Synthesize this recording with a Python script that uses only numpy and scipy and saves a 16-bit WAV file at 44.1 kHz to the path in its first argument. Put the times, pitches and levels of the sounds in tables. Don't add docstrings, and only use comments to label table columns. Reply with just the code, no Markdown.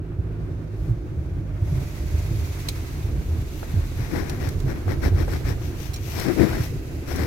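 import sys
import numpy as np
from scipy import signal
from scipy.fft import rfft, irfft
from scipy.io import wavfile
from scipy.ndimage import map_coordinates

SR = 44100
rng = np.random.default_rng(int(sys.argv[2]) if len(sys.argv) > 2 else 0)


def to_wav(sig):
    pcm = np.clip(np.atleast_2d(sig), -1, 1) * 32767
    pcm = np.round(pcm).astype(np.int16)
    wavfile.write(sys.argv[1], SR, pcm.T)


N = 320537
TIME = np.arange(N) / SR
HZ = np.fft.rfftfreq(N, 1 / SR)


def gain_of(db):
    return 10 ** (np.asarray(db) / 20)


def evened(x):
    return x / np.sqrt(np.mean(x ** 2) + 1e-20)


def read_spectrum(points):
    hz, value = np.transpose(points)
    return np.interp(np.log(HZ + 1), np.log(hz), value)


def follow(rows):
    s, *columns = np.transpose(rows)
    return [np.interp(TIME, s, column) for column in columns]


def drift(rate_hz):
    slowed = rfft(rng.standard_normal(N)) / (1 + (HZ / rate_hz) ** 4)
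    return evened(irfft(slowed, N))


def swell(s, length, squareness=2, skew=0):
    stretched = length * (1 + np.clip(skew, -.8, .8) * np.sign(TIME - s))
    distance = np.minimum(abs(2 * (TIME - s) / stretched), 10)
    return np.exp(-np.log(2) / 2 * distance ** squareness)


def noise(spectrum):
    return evened(irfft(rfft(rng.standard_normal(N)) * gain_of(read_spectrum(spectrum)), N))


# pitch_hz, likeness (0 to 1)
SIDE_LIKENESS = [(60, 0.93), (130, 0.93), (290, 0.82), (640, 0.49), (1300, 0), (16000, 0)]
# pitch_hz, left_minus_right_db
SIDE_LEAN = [(60, -0.5), (200, -2.5), (380, -2), (1290, -3), (2400, 1), (4400, 1.2), (6300, 1.5),
             (9500, 1.5), (13000, 2.5)]


def cabin_noise(spectrum):
    a, b = rfft(rng.standard_normal((2, N))) * gain_of(read_spectrum(spectrum))
    same = np.clip(read_spectrum(SIDE_LIKENESS), -1, 1)
    left = (same * a + np.sqrt(1 - same ** 2) * b) * gain_of(read_spectrum(SIDE_LEAN))
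    pair = irfft(np.array([left, a]), N)
    return pair / pair[1].std()


def placed(x, lean_db):
    return x * gain_of([[lean_db / 2], [-lean_db / 2]])


def add(mix, s, sound):
    part = mix[:, round(s * SR):][:, :sound.shape[1]]
    part += sound[:, :part.shape[1]]


def burst(spectrum, t60, tilt_db=0, size=8192):
    t, hz = np.arange(size) / SR, np.fft.rfftfreq(size, 1 / SR)
    colour_db = np.interp(hz, HZ, read_spectrum(spectrum)) + tilt_db * np.log2(hz + 200)
    scatter = evened(irfft(rfft(rng.standard_normal((2, size))) * gain_of(colour_db), size))
    return scatter * gain_of(-60 * t / t60) * (1 - np.exp(-t / 0.00071))


# start_s, firing_rate_hz, level_db
ENGINE_COURSE = [(0, 53.23, -34.5), (1.1, 50.5, -32.5), (2.3, 49.44, -33), (3.2, 40.08, -38.5),
                 (4, 40.02, -30.5), (5, 42.2, -38.5), (7.27, 39.25, -53)]
# multiple of the firing rate, strength_db before unsteadiness and fading
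ENGINE_ORDERS = [(1, -2.5), (2, -1), (3, -6), (4, -17.5), (6, -16.5), (7, -17)]


def engine():
    hz, db = follow(ENGINE_COURSE)
    turns = np.cumsum(hz * (1 + 0.01046 * drift(6.48))) / SR
    ease = np.clip((50 - hz) / 10, 0, 1)
    hum = 0
    for multiple, order_db in ENGINE_ORDERS:
        size = gain_of(order_db - 4.9 * ease * (multiple > 2) + 2.0 * drift(15.0))
        hum = hum + size * np.sin(2 * np.pi * (multiple * turns + rng.random()))
    return placed(gain_of(db) * evened(hum), lean_db=-3.5)


# start_s, rumble_db, tyre_roar_db
ROAD_COURSE = [(0, -35, -36), (1.2, -28.5, -37), (3.5, -32.5, -37.5), (6.4, -31, -37.5),
               (6.85, -29.5, -34.5), (7.27, -25.5, -31.5)]
# middle_s, length_s, rumble_db, tyre_roar_db
CROSSING_DECK = (5, 1.5, -31, -36)
# pitch_hz, strength_db (per Hz)
RUMBLE_COLOUR = [(15, -36), (28, -41), (38, -6), (50, -2), (66, -2), (81, 3), (98, -3), (130, -3.5),
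                 (160, -8), (210, -26.5), (300, -64), (600, -66.5)]
# pitch_hz, strength_db (per Hz)
ROAR_COLOUR = [(120, 1), (190, -3), (235, -3), (275, 0), (320, 2.5), (380, -1.5), (450, -7), (550, -11.5),
               (740, -18), (1000, -30.5), (1500, -24.5), (4000, -76)]


def road():
    rumble_db, roar_db = follow(ROAD_COURSE)
    s, length, deck_rumble_db, deck_roar_db = CROSSING_DECK
    deck = swell(s, length, squareness=24)
    lumps = drift(7)
    rumble = np.hypot(gain_of(rumble_db), gain_of(deck_rumble_db) * deck)
    rumble = rumble * gain_of(2.65 * lumps)
    roar = np.hypot(gain_of(roar_db), gain_of(deck_roar_db) * deck)
    roar = roar * gain_of(1.0 * lumps + 1.44 * drift(30))
    return rumble * cabin_noise(RUMBLE_COLOUR) + roar * cabin_noise(ROAR_COLOUR)


ECHO_NEAREST_S, ECHO_SPREAD_S, ECHO_SWAY_S = 0.000294, .003, .00012
SWAYS_PER_S = 0.197
ECHO_SHARE = .11


def echoes(x, count=4):
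    out = x
    for near, pace, phase in rng.random((count, 3)):
        sway = ECHO_SWAY_S * np.sin(2 * np.pi * (SWAYS_PER_S * (.5 + pace) * TIME + phase))
        delay = ECHO_NEAREST_S + ECHO_SPREAD_S * near ** 2 + sway
        out = out + ECHO_SHARE * map_coordinates(x, [np.arange(N) - delay * SR], order=2)
    return out / np.sqrt(1 + count * ECHO_SHARE ** 2)


# multiple of its main pitch, width_hz, strength_db
PORT_RESONANCES = [(.42, 500, -0.5), (1, 650, 1), (2.15, 2200, -5)]
PORT_HZ, PORT_SAG_HZ = 6360, 950


def port(x, flow, ring_db):
    turns = np.cumsum(PORT_HZ - PORT_SAG_HZ * flow ** 0.61) / SR
    ring = 0
    for multiple, width_hz, db in PORT_RESONANCES:
        turn = np.exp(2j * np.pi * multiple * turns)
        r = np.exp(-np.pi * width_hz / SR)
        smooth = signal.lfilter([1 - r], [1, -r], x / turn)
        ring = ring + gain_of(db) * 2 * (turn * smooth).real
    return 0.68 * (x + gain_of(ring_db) * ring)


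# start_s, spray_db
WET_COURSE = [(0, -71.5), (.5, -63), (1.53, -61.5), (1.78, -47.5), (2.1, -47), (2.62, -43.5), (3.2, -50),
              (3.7, -46.5), (4.7, -48), (7.27, -49.5)]
# middle_s, length_s, fine_part_db (before its lean), dull_part_db
HISS_SURGES = [(5.34, 0.12, -45, -56), (6.41, 0.4, -42, -41)]
# middle_s, length_s, share_lost (0 to 1)
LEFT_SHELTER = (5.14, 0.76, 0.79)
# pitch_hz, strength_db (per Hz)
WASH_COLOUR = [(300, -12), (700, 3.5), (1100, 0), (1550, -0.5), (2200, -5), (2800, -11), (4000, -18.5),
               (6500, -26), (16000, -30)]
# pitch_hz, strength_db (per Hz)
SPRAY_COLOUR = [(900, -36), (2000, 7), (3000, -0.5), (3900, 2), (5000, -0.5), (6400, -1), (7500, -3.5),
                (9600, -7), (12000, -2.5), (14000, -7), (16000, -9)]
WASH_FLOOR_DB, WASH_OVER_SPRAY_DB = -52.5, -2
SURGE_LEAN_DB = -6


def wet_tyres_and_surges(flow):
    spray_db, = follow(WET_COURSE)
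    spray_size = gain_of(spray_db)
    wash_size = np.hypot(gain_of(WASH_FLOOR_DB), gain_of(spray_db + WASH_OVER_SPRAY_DB))
    for s, length, fine_db, dull_db in HISS_SURGES:
        surge = swell(s, length, squareness=2.6)
        spray_size = np.hypot(spray_size, placed(gain_of(fine_db) * surge, SURGE_LEAN_DB))
        wash_size = np.hypot(wash_size, gain_of(dull_db) * surge)
    wash = wash_size * gain_of(1.57 * drift(13.0)) * cabin_noise(WASH_COLOUR)
    spray = spray_size * gain_of(-0.47 + 0.99 * drift(30)) * cabin_noise(SPRAY_COLOUR)

    muffled = irfft(rfft(spray) / (1 + (HZ / 10500) ** 4), N)
    muffling = np.clip((-55.0 - spray_db) / 10, 0, 1)
    spray = spray + muffling * (1.13 * muffled - spray)

    s, length, share = LEFT_SHELTER
    kept = 1 - min(share, 1) * swell(s, length, squareness=3.1)
    left_spray = port(spray[0], flow, ring_db=-2.5) * kept
    return np.array([echoes(wash[0] + left_spray), echoes(wash[1] + spray[1])])


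# middle_s, length_s (1.3 times the half-power length), pitch_hz, push_db
BUMP_JOLTS = [(0.194, 0.016, 85, -18), (.899, 0.05, 117.3, -18), (1.173, 0.0087, 99, -25.5),
              (1.625, 0.023, 99, -17), (1.727, .012, 131, -20), (1.77, 0.046, 129, -21.5),
              (2.152, 0.078, 78, -23), (2.314, .012, 100, -17), (2.343, 0.04, 103.4, -19.5),
              (2.42, 0.046, 81, -22.5), (3.049, 0.021, 90.5, -19.5), (3.156, 0.062, 58, -20),
              (3.318, 0.16, 80.3, -22.5), (3.743, 0.0074, 80.5, -14), (3.772, 0.038, 94, -16.5),
              (4.022, 0.1, 40, -25), (4.478, .014, 97, -20), (4.553, 0.029, 85, -19),
              (4.6, 0.16, 37, -26.5), (4.657, 0.0377, 129.4, -19), (4.872, 0.046, 97.5, -18.5),
              (4.984, 0.025, 60.3, -19.5), (5.064, 0.024, 76, -17), (5.089, .22, 43.8, -24.5),
              (5.127, 0.029, 92, -13.5), (5.452, 0.01, 90, -19), (5.49, 0.016, 106, -18.5),
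              (5.895, .012, 75.6, -20.5), (6.607, 0.019, 114, -18.5), (6.951, 0.057, 79.5, -24)]
BUMP_SKEW = 0.38
SHAKE_S, SHAKE_DB = 0.14, -14.5


def bumps():
    boom, force, shake_power = np.zeros((3, N))
    for s, length, hz, db in BUMP_JOLTS:
        push = gain_of(db) * swell(s, length / 1.3, skew=BUMP_SKEW)
        boom += push * np.sqrt(2) * np.cos(2 * np.pi * (hz * (TIME - s) + rng.random()))
        force += push
        shake_power += (gain_of(db + SHAKE_DB) * swell(s, SHAKE_S, skew=BUMP_SKEW)) ** 2
    knock = gain_of(-8.5) * cabin_noise(RUMBLE_COLOUR) + gain_of(-16.5) * cabin_noise(ROAR_COLOUR)
    shudder = np.sqrt(shake_power) * cabin_noise(RUMBLE_COLOUR)
    return placed(gain_of(-1.0) * boom, lean_db=-3.0) + force * knock + shudder


# peak_s, length_s, level_db (before its lean)
WIPER_SWISH = (0.89, 0.13, -61)


def wiper():
    s, length, db = WIPER_SWISH
    sweep = gain_of(db) * swell(s, length, squareness=2.7, skew=-.6)
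    return placed(sweep * cabin_noise(SPRAY_COLOUR), lean_db=7)


# middle_s, length_s, pitch_hz (at the middle), level_db (before flutter)
MOTOR_RUN = (1.9, 0.8, 600, -51.0)
MOTOR_SAG_HZ_PER_S = 32.1


def motor():
    s, length, hz, db = MOTOR_RUN
    pitch = hz - MOTOR_SAG_HZ_PER_S * (TIME - s)
    turns = np.cumsum(pitch * (1 + .018 * drift(38.3))) / SR
    level = gain_of(db + 2.5 * drift(20)) * swell(s, length, squareness=9.3)
    return placed(level * np.sin(2 * np.pi * turns), lean_db=-6.0)


# start_s, level_db, t60_s (time to fall 60 dB), left_minus_right_db,
# brightness_db (per octave), ring_db (before a cut of 5.5 dB)
TRIM_TICKS = [(2.6854, -21, 0.054, 0, -2, -16), (4.2957, -29, 0.034, -3, 0, -7.5),
              (4.489, -28.5, 0.022, -2, 0.5, -24), (4.601, -37, .025, -7, -2, -14),
              (5.934, -36, .06, -2, 2, -14), (5.94, -31, 0.04, -2.5, 2, -3), (5.96, -36, 0.049, 0, 2, 0),
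              (6.197, -26.5, .03, 0, 2, -8), (7.159, -31.5, .04, -6, 6, -6)]
# pitch_hz, strength_db (per Hz)
TRIM_COLOUR = [(300, -10), (1500, -13), (2400, -2), (3000, -5), (3650, 0.5), (3950, 7.5), (4300, 3),
               (4600, 1), (5000, 1), (5300, -3), (5700, 0.5), (6400, -4), (7700, -3.5), (9000, -3),
               (12000, -6.5), (16000, -7)]
# pitch_hz (before slight detuning), strength_db, t60_s
LOOSE_PART = [(2350, -7, 0.17), (3230, -7, 0.12), (4090, 2.5, 0.069), (5580, 6, 0.055), (6670, 2, 0.07),
              (8290, -5, 0.05), (11100, -3, 0.025), (14400, -6, .025)]


def ticks():
    out = np.zeros((2, N))
    for s, db, t60, lean_db, tilt_db, ring_db in TRIM_TICKS:
        tick = burst(TRIM_COLOUR, t60, tilt_db)
        t = np.arange(tick.shape[1]) / SR
        detune = 1 + .003 * rng.standard_normal()
        ring = 0
        for hz, mode_db, decay in LOOSE_PART:
            phase = rng.random((2, 1))
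            ring = ring + gain_of(mode_db - 60 * t / decay) * np.sin(2 * np.pi * (hz * detune * t + phase))
        ring = gain_of(ring_db - 5.5) * ring * (1 - np.exp(-t / 0.0012))
        add(out, s, placed(gain_of(db) * (tick + ring), lean_db))
    return out


# middle_s, length_s, strength_db,
# depth_db (above 0 a low buffet, below 0 a thin fizz)
GUST_LIST = [(3.59, 0.07, -64, -24), (3.72, 0.11, -48, 8), (3.834, .035, -42.5, 5), (4.03, 0.075, -38, -1),
             (4.173, 0.082, -31, 1), (4.3, 0.089, -37, 0.5), (4.451, 0.076, -34, -0.5),
             (4.703, .038, -34, 3), (4.765, 0.025, -39, 6.5), (4.914, 0.041, -31.5, 1.5),
             (5.058, 0.046, -29.5, -1), (5.205, 0.056, -32, 0.5), (5.338, 0.059, -33, -0.5),
             (5.493, 0.053, -32, -2.5), (5.66, 0.087, -46.5, -10), (5.836, 0.079, -45, -13.5),
             (6.1, 0.11, -48, -17), (6.21, 0.084, -30.5, -4.5), (6.293, 0.05, -29.5, 5.5),
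             (6.422, 0.061, -26.5, 4), (6.532, 0.13, -33, 2.5), (6.633, 0.049, -41, -11.5),
             (7.116, 0.055, -33.5, -4), (7.222, 0.089, -30, -0.5)]
TYPICAL_GUST_DB = -31
BUFFET_GROWTH, BUFFET_PER_DEPTH = 1.85, 1.23
SIZZLE_PER_THINNESS = 1.65


def gusts():
    power = np.zeros((4, N))
    for s, length, db, depth_db in GUST_LIST:
        over_db = db - TYPICAL_GUST_DB
        big_db = BUFFET_GROWTH * over_db + BUFFET_PER_DEPTH * depth_db
        finest_db = over_db - SIZZLE_PER_THINNESS * depth_db
        sizes = gain_of([big_db, over_db, over_db - depth_db, finest_db])
        power += (sizes[:, None] * swell(s, length, squareness=2.3)) ** 2
    return np.sqrt(power)


# pitch_hz, strength_db (per Hz)
BUFFET_COLOUR = [(25, -30), (70, -5), (140, -1), (240, -2), (335, 3), (400, -4), (520, -10.5), (740, -22),
                 (1000, -36), (2500, -59)]
FLUTTER_COLOUR = [(300, 6), (520, 2), (740, 4), (1000, -0.5), (1200, -1), (1550, 1), (1950, 1), (2400, -3),
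                  (2900, -21), (4000, -13), (8000, -55)]
FIZZ_COLOUR = [(1000, -34), (2200, 0.5), (3100, 2.5), (4200, 4), (5500, 3), (6700, -2), (8000, -1),
               (9700, -7.5), (11000, -2.5), (12500, -2), (14500, -3.5), (16000, -6.5)]
SIZZLE_COLOUR = [(8500, -40), (10300, -14), (11500, -1), (12800, 0), (14500, -6), (16000, -9)]
BUFFET_DB, FLUTTER_DB, FIZZ_DB, SIZZLE_DB = -25, -29.5, -40.5, -57.5


def draught(big, flow, small, finest):
    flicker = drift(200)
    air = big * noise(BUFFET_COLOUR) * gain_of(BUFFET_DB + 0.67 * flicker)
    air += flow * noise(FLUTTER_COLOUR) * gain_of(FLUTTER_DB + 1.9 * flicker)
    fizz = port(small * noise(FIZZ_COLOUR), flow, ring_db=4.5)
    air += fizz * gain_of(FIZZ_DB + 1.25 * flicker)
    air += finest * noise(SIZZLE_COLOUR) * gain_of(SIZZLE_DB)
    return np.array([air, np.zeros(N)])


# start_s, level_db, left_minus_right_db
AIR_POPS = [(3.628, -26.5, -1), (4.15, -31, 12), (4.879, -30.5, 19), (5.034, -26, 15), (5.279, -31, 13),
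            (7.11, -29, 11), (7.192, -26.5, 13)]
# pitch_hz, strength_db (per Hz)
POP_COLOUR = [(200, -7), (480, 3.5), (700, 5), (950, -9.5), (1600, -6), (2400, -48), (5000, -34)]


def pops():
    out = np.zeros((2, N))
    for s, db, lean_db in AIR_POPS:
        add(out, s, placed(gain_of(db) * burst(POP_COLOUR, t60=0.048), lean_db))
    return out


# start_s, level_db, brightness_db (per octave around the pivot)
GUST_THUMPS = [(6.297, -10, 8), (6.408, -9.5, -4.5), (6.433, -7, 4)]
# pitch_hz, strength_db (before brightness), t60_s
THUMP_TONES = [(109, -2, .09), (328.5, -0.5, 0.12), (470, -7, 0.045), (733, -20, 0.07)]
THUMP_PIVOT_HZ, THUMP_RISE_S = 330, .001


def thumps(size=16384):
    out, t = np.zeros((2, N)), np.arange(size) / SR
    for s, db, tilt_db in GUST_THUMPS:
        ring = 0
        for hz, mode_db, t60 in THUMP_TONES:
            tone_db = mode_db + tilt_db * np.log2(hz / THUMP_PIVOT_HZ)
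            ring = ring + gain_of(tone_db - 60 * t / t60) * np.sin(2 * np.pi * hz * t)
        thump = gain_of(db) * ring * (1 - np.exp(-t / THUMP_RISE_S))
        add(out, s, np.array([thump, 0 * t]))
    return out


def scene():
    big, flow, small, finest = gusts()
    driving = engine() + road() + wet_tyres_and_surges(flow) + bumps()
    fittings = wiper() + motor() + ticks()
    wind = draught(big, flow, small, finest) + pops() + thumps()
    return driving + fittings + wind


EDGE_HZ = 15950


def record(dry):
    rounded = dry / (1 + dry ** 6) ** (1 / 6)
    low_pass = signal.firwin(511, EDGE_HZ, window=("kaiser", 9), fs=SR)
    return signal.oaconvolve(rounded, low_pass[None], "same")


dry = scene()
out = record(dry)
to_wav(out)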